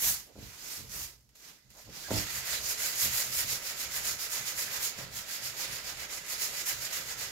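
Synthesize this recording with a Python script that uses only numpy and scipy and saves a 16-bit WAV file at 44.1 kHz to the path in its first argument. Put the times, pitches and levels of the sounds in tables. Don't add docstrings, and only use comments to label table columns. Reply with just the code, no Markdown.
import sys
import numpy as np
from scipy import signal
from scipy.fft import rfft, irfft, next_fast_len
from scipy.io import wavfile
from scipy.ndimage import uniform_filter1d

SR = 44100
rng = np.random.default_rng(int(sys.argv[2]) if len(sys.argv) > 2 else 0)


def file_out(sig):
    cols = np.atleast_2d(sig).T
    lim = np.clip(cols, -1, 1)
    pcm = np.round(lim * 32767).astype(np.int16)
    wavfile.write(sys.argv[1], SR, pcm)


N = 322365
TIME_S = np.arange(N) / SR


def amp(db):
    return 10 ** (np.asarray(db) / 20)


def unit_rms(x):
    return x / np.sqrt(np.mean(x ** 2) + 1e-20)


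def over_hz(table, hz):
    table_hz, *columns = np.transpose(table)
    return np.array([np.interp(np.log(hz + 1), np.log(table_hz + 1), c) for c in columns])


def add(mix, start_s, sound):
    part = mix[:, round(start_s * SR):][:, :sound.shape[-1]]
    part += sound[..., :part.shape[-1]]


def resonance(f, hz, width_hz):
    return 1 / (1 + 1j * (f ** 2 - hz ** 2) / (width_hz * (f + 1)))


def swell_db(t, start_s, hold_s, rise_s, fade_s):
    return -10 * np.maximum(np.maximum((start_s - t) / rise_s, (t - start_s - hold_s) / fade_s), 0)


def block_contact(landing_s=2.105, settle_s=0.012):
    return np.clip((TIME_S - landing_s) / settle_s + .5, 0, 1)


def reflect(x, wet_db, t60_s):
    t = np.arange(SR // 3) / SR
    tail = rng.standard_normal((2, len(t))) * amp(-60 * t / t60_s) * (t > .002)
    tail *= amp(wet_db) / np.linalg.norm(tail, axis=1, keepdims=True)
    return (x + signal.fftconvolve(x, tail, axes=1)[:, :N]) / np.sqrt(1 + amp(wet_db) ** 2)


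# (frequency [Hz], coherence [-1..1])
MIC_COHERENCE = [(60, 0.83), (250, 0.79), (640, 0.53), (1400, 0.22), (3000, -0.045), (15000, 0.16)]

def noise(gain):
    size = next_fast_len(N)
    hz = np.fft.rfftfreq(size, 1 / SR)
    left, independent = rfft(rng.standard_normal((2, size)))
    coherence = np.clip(over_hz(MIC_COHERENCE, hz)[0], -1, 1)
    right = coherence * left + np.sqrt(1 - coherence ** 2) * independent
    return unit_rms(irfft(np.array([left, right]) * gain(hz), size)[:, :N])


# (frequency [Hz], gain [dB])
AIR_SPECTRUM = [(20, -23), (55, 6.5), (100, -20), (210, -9.5), (320, -15), (600, -19), (1500, -29),
                (5000, -33), (15000, -31)]

def workshop():
    return amp(-71.5) * noise(lambda f: amp(over_hz(AIR_SPECTRUM, f)))


def swing(modes):
    motion = noise(lambda f: sum(amp(db) * abs(resonance(f, hz, width)) ** 2 for hz, width, db in modes))
    return motion / np.sqrt(uniform_filter1d((motion ** 2).mean(0), size=2600))


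# (frequency [Hz], width [Hz], gain [dB])
ROCKING_MODES = [(56, 25, 0), (76, 22, -8)]
# (frequency [Hz], width [Hz], gain [dB])
PANEL_MODES = [(106, 14, -6), (127.5, 12, 2.5), (177, 18, -12), (209, 22, -10)]
# (time [s], level [dB])
DRAG_LEVELS = [(2.1, -63), (3.6, -63), (4.4, -66), (5.3, -69), (6.5, -72), (7.3, -67)]
# (time [s], hold [s], rocking [dB], panel [dB])
PART_FLEXES = [(.06, .06, -52, -53), (.38, .1, -54, -55), (.8, .1, -56, -55), (.96, .08, -53, -57),
               (1.1, .2, -73, -70), (1.66, .06, -67, -66), (1.87, .05, -59, -57), (2.125, .07, -43, -54),
               (2.22, .05, -56, -55), (2.35, .06, -55, -54), (2.5, .03, -55, -61), (2.6, .05, -55, -58),
               (3.04, .09, -51, -50), (3.27, .05, -60, -53), (3.37, .03, -54, -56), (3.44, .1, -58, -54),
               (3.86, .04, -56, -61), (3.97, .19, -58, -58), (4.4, .03, -63, -55), (4.55, .04, -61, -61),
               (4.66, .03, -68, -56), (4.78, .03, -62, -56), (4.99, .06, -60, -50), (5.1, 0.1, -59, -56),
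               (5.41, .1, -61, -57), (5.7, .03, -58, -54), (5.84, .03, -59, -62), (5.94, .08, -57, -60),
               (6.36, .04, -63, -67), (6.75, .05, -56, -55), (6.95, .14, -63, -60), (7.17, .1, -63, -58)]

def rumble(rocking_drag_db, panel_drag_db):
    drag = amp(np.interp(TIME_S, *np.transpose(DRAG_LEVELS))) * block_contact()
    rocking, panel = drag * amp(rocking_drag_db), drag * amp(panel_drag_db)
    for start_s, hold_s, rocking_db, panel_db in PART_FLEXES:
        push = amp(swell_db(TIME_S, start_s, hold_s, rise_s=0.025, fade_s=0.055))
        rocking = np.maximum(rocking, push * amp(rocking_db))
        panel = np.maximum(panel, push * amp(panel_db))
    return (rocking * swing(ROCKING_MODES) + panel * swing(PANEL_MODES)) * amp([[-2.3], [.7]])


# (frequency [Hz], gain [dB], t60 [s])
SHELL_MODES = [(53, -20, 0.3), (78, -6.5, 0.15), (107, -0.5, 0.2), (174, -2.5, 0.2), (210, -2, 0.2),
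               (250, -5, 0.18), (304, -5.5, 0.21), (360, -10, 0.35), (408, 2, 0.2), (455, -5, 0.33),
               (514, 3.5, 0.1), (579, 4.5, 0.085), (640, 1.5, 0.15), (721, 1, 0.17), (825, -2, 0.2),
               (888, -1, 0.18), (976, 8.5, 0.047), (1100, -9, 0.08), (1345, 12, 0.03)]
# (time [s], level [dB], cutoff [Hz])
BLOWS = [(.356, -42.5, 430), (0.38, -39.5, 330), (0.42, -41, 180), (.798, -44.5, 290), (.849, -47, 150),
         (1.872, -48, 220), (1.895, -49.5, 240), (2.107, -22.5, 530), (2.126, -31.5, 400),
         (2.143, -27.5, 150), (2.16, -33, 700), (2.183, -37, 280), (3.049, -40, 270), (3.435, -43, 270),
         (3.521, -46, 250), (4.98, -42, 290), (5.413, -49, 650)]

def knocks(push_gain, wet_db):
    out, t = np.zeros((2, N)), np.arange(SR // 2) / SR
    for start_s, db, cutoff_hz in BLOWS:
        ring = np.zeros_like(t)
        for k, (hz, mode_db, t60_s) in enumerate(SHELL_MODES):
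            mode = amp(mode_db - 60 * t / t60_s) * np.sin(2 * np.pi * hz * t)
            ring += (-1) ** k * mode / np.hypot(1, (hz / cutoff_hz) ** 2)
        phase = 2 * np.pi * cutoff_hz * t
        push = phase ** 2 * (1 - phase / np.pi) * np.exp(-phase)
        add(out, start_s, amp(db) * (ring / abs(ring).max() + push_gain * push / push.max()))
    return reflect(out, wet_db, t60_s=0.25) * amp([[-1], [1]])


def shell_rasp(base_db, growth, highpass_hz):
    def response(f):
        modes = sum((-1) ** k * amp(db) * resonance(f, hz, np.log(1000) / (np.pi * t60_s))
                    for k, (hz, db, t60_s) in enumerate(SHELL_MODES))
        return modes * f ** 3 / (f ** 3 + highpass_hz ** 3)
    drive_db, _ = stroke_motion(TIME_S)
    contact = block_contact()
    excess_db = drive_db - np.average(drive_db, weights=contact)
    return noise(response) * amp(base_db + growth * excess_db) * contact


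# (time [s], level [dB], t60 [s])
PAPER_CATCHES = [(1.208, -64, .04), (1.291, -61.5, .09), (1.354, -53.5, 0.08), (1.703, -54, .16),
                 (1.897, -54, .09)]

def paper_ticks():
    envelope, t = np.zeros((1, N)), np.arange(SR // 4) / SR
    for start_s, db, t60_s in PAPER_CATCHES:
        add(envelope, start_s, amp(db - 60 * t / t60_s))
    return envelope * noise(lambda f: amp(over_hz(GRIT_SPECTRUM, f)))


# (time [s], length [s], centre [Hz], width [Hz], level [dB])
SHORT_DRAGS = [(0.258, 0.085, 380, 450, -58), (1.735, 0.1, 700, 800, -58.5), (1.85, 0.084, 380, 450, -56),
               (2.042, 0.042, 1630, 130, -49), (2.076, .04, 700, 450, -46), (2.268, 0.055, 1940, 600, -47),
               (2.493, 0.12, 3900, 1700, -41), (4.664, 0.055, 1700, 350, -50), (4.98, .07, 550, 700, -50),
               (5.375, 0.056, 2000, 450, -50)]

def scuffs():
    out = np.zeros((2, N))
    for start_s, length_s, hz, width_hz, db in SHORT_DRAGS:
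        swell = np.sin(np.pi * np.clip((TIME_S - start_s) / length_s, 0, 1))
        out += amp(db) * swell * noise(lambda f: abs(resonance(f, hz, width_hz)) ** 2)
    return out * amp([[-2], [1.5]])


# (frequency [Hz], gain per bite [dB/dB])
BITE_TILT = [(1500, -0.87), (5000, -0.32), (10000, 0.76), (15000, 0.99)]

def rub(motion, spectrum, growth, base_db, flutter_db, patch_db):
    hiss = noise(lambda f: amp(over_hz(spectrum, f)))
    hz, t, frames = signal.stft(hiss, SR, nperseg=256, noverlap=192)
    drive_db, bite_db = motion(t)
    motion_db = over_hz(growth, hz).T * (drive_db - base_db) + over_hz(BITE_TILT, hz).T * bite_db
    flutter = unit_rms(uniform_filter1d(rng.standard_normal(len(t)), size=8))
    patches = uniform_filter1d(rng.standard_normal((len(t), len(hz))), size=48, axis=0)
    patches = unit_rms(uniform_filter1d(patches, size=8, axis=1)).T
    frames *= amp(base_db + motion_db + flutter_db * flutter + patch_db * patches)
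    return signal.istft(frames, SR, nperseg=256, noverlap=192)[1][:, :N]


# (at speed [s], hold [s], rise [s/10 dB], fade [s/10 dB], drive [dB], bite [dB])
HAND_SWEEPS = [(.046, .052, .045, .055, -26, 5.5), (.43, .04, .055, .22, -48.5, -3.5),
               (.72, .05, .14, .065, -39, 0), (.945, .095, .047, .055, -38, 1), (1.18, .05, .1, .1, -70, 0),
               (1.356, .05, .004, .1, -57.5, -1.5), (1.45, .04, .055, .085, -49.5, -3),
               (1.78, .04, .055, .09, -51.5, -2.5), (1.965, .14, .055, .1, -42.5, -3.5)]

def wipe_motion(t, dulling_db_per_db=0.24):
    power, weighted_bite = 1e-12, 0
    for start_s, hold_s, rise_s, fade_s, drive_db, bite_db in HAND_SWEEPS:
        envelope_db = swell_db(t, start_s, hold_s, rise_s, fade_s)
        sweep_power = amp(drive_db + envelope_db) ** 2
        power += sweep_power
        weighted_bite += sweep_power * (bite_db + dulling_db_per_db * envelope_db)
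    return 10 * np.log10(power), weighted_bite / power


# (frequency [Hz], left [dB], right [dB])
SKIN_SPECTRUM = [(250, -10.5, -4.5), (580, -9, -7.5), (1000, -10, -6), (2040, -7.5, -0.5),
                 (3370, -5.5, -2.5), (4730, -5.5, 3), (7200, -3.5, 4), (8700, -2.5, -10.5),
                 (9600, -3.5, -7), (12600, -1, 1.5), (15900, -7, -7.5)]
# (frequency [Hz], gain per drive [dB/dB])
SKIN_SLOPES = [(250, 0.76), (1000, 1.1), (4000, 1.014), (12000, 0.92)]

def wiping():
    hiss = rub(wipe_motion, SKIN_SPECTRUM, SKIN_SLOPES, base_db=-43, flutter_db=0.8, patch_db=1.07)
    return hiss * np.sqrt(1 - block_contact())


# (turn [s], fastest [s], drive at turn [dB], drive at fastest [dB], bite [dB])
BLOCK_STROKES = [(2.079, 2.19, -40.5, -31.5, -1.5), (2.27, 2.377, -39.5, -34.0, 1),
                 (2.426, 2.521, -41.5, -31.0, -1.5), (2.619, 2.714, -37.5, -31.5, 1.0),
                 (2.765, 2.843, -40.0, -30.5, 0), (2.952, 3.039, -36.0, -26.5, 1),
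                 (3.105, 3.179, -35.0, -28.5, 1.0), (3.291, 3.395, -38.0, -28.0, 0.5),
                 (3.466, 3.52, -38.0, -30.0, 1.0), (3.613, 3.693, -42.0, -35.5, 1.0),
                 (3.755, 3.809, -42.5, -34.0, 0.5), (3.893, 3.974, -42.0, -32.0, 0.0),
                 (4.02, 4.078, -38.0, -30.0, 0.5), (4.174, 4.239, -41.5, -33.5, 1),
                 (4.288, 4.342, -40.0, -30.5, 0.0), (4.44, 4.493, -40.0, -33.5, 1.0),
                 (4.547, 4.595, -40.0, -31.0, 1.5), (4.694, 4.761, -39.5, -33.0, -0.5),
                 (4.791, 4.85, -38.0, -29.5, 1.5), (4.958, 4.992, -47.5, -41.0, 0.0),
                 (5.099, 5.178, -51.5, -37.5, 2.5), (5.26, 5.339, -46.5, -35.5, 0.5),
                 (5.41, 5.46, -43.0, -36.5, 1.5), (5.542, 5.623, -45.0, -33.0, -2.0),
                 (5.697, 5.755, -39.5, -36.5, -0.5), (5.817, 5.894, -44.0, -37.0, -1.0),
                 (5.95, 6.022, -45.0, -39.0, 0.0), (6.079, 6.132, -47.5, -37.5, 0.5),
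                 (6.242, 6.327, -46.5, -33.5, 0.5), (6.371, 6.427, -39.0, -30.0, 0.5),
                 (6.524, 6.598, -41.0, -35.0, 0.0), (6.641, 6.684, -41.0, -30.0, 2),
                 (6.79, 6.852, -40.0, -35.0, 0.0), (6.9, 6.96, -41.5, -33.0, 0.5),
                 (7.039, 7.115, -41.0, -37, -0.5), (7.16, 7.217, -44.0, -35.0, -0.5)]

def stroke_motion(t, last_turn_s=7.31, grip_exponent=1.9, glide_exponent=2.2, grip_bite_db=0.6):
    turn_s, fastest_s, turn_db, fastest_db, bite_db = np.transpose(BLOCK_STROKES)
    marks_s = np.append(np.column_stack([turn_s, fastest_s]), last_turn_s)
    phase = np.interp(t, marks_s, np.arange(len(marks_s)) * np.pi / 2)
    speed, acceleration = abs(np.sin(phase)), np.sin(2 * phase)
    blend = speed ** np.where(acceleration > 0, grip_exponent, glide_exponent)
    slow, fast = amp(np.interp(t, turn_s, turn_db)), amp(np.interp(t, fastest_s, fastest_db))
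    drive = (1 - blend) * slow + blend * fast
    return 20 * np.log10(drive), np.interp(t, fastest_s, bite_db) + grip_bite_db * acceleration


# (frequency [Hz], left [dB], right [dB])
GRIT_SPECTRUM = [(237, -19.5, -17), (590, -12, -10), (970, -17, -12), (1340, -12, -8), (2020, -9, -2.5),
                 (3330, -11, -7.5), (5060, -10, -1.5), (6070, -12.5, -3.5), (6820, -9, -0.2),
                 (7450, -8.5, -4.5), (8900, -10.5, -20.5), (9500, -10.5, -15), (12550, -9, -7.5),
                 (16600, -16.5, -17)]
# (frequency [Hz], gain per drive [dB/dB])
GRIT_SLOPES = [(250, 0.09), (1000, 0.51), (3000, 0.65), (7000, 1.05), (12000, 1.31)]

def sanding():
    hiss = rub(stroke_motion, GRIT_SPECTRUM, GRIT_SLOPES, base_db=-36, flutter_db=0.85, patch_db=1)
    return hiss * np.sqrt(block_contact())


def scene():
    friction = sanding() + wiping() + paper_ticks() + scuffs()
    friction += shell_rasp(base_db=-59.7, growth=0.26, highpass_hz=540)
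    body = rumble(rocking_drag_db=-2.5, panel_drag_db=-.4) + knocks(push_gain=0.55, wet_db=-7.0)
    return reflect(friction, wet_db=-11, t60_s=0.12) + body + workshop()


def record(dry):
    cutoff_hz = 15780
    lowpass = signal.firwin(701, cutoff_hz, window=("kaiser", 8), fs=SR)
    return signal.oaconvolve(dry, lowpass[None], "same")


dry = scene()
out = record(dry)
file_out(out)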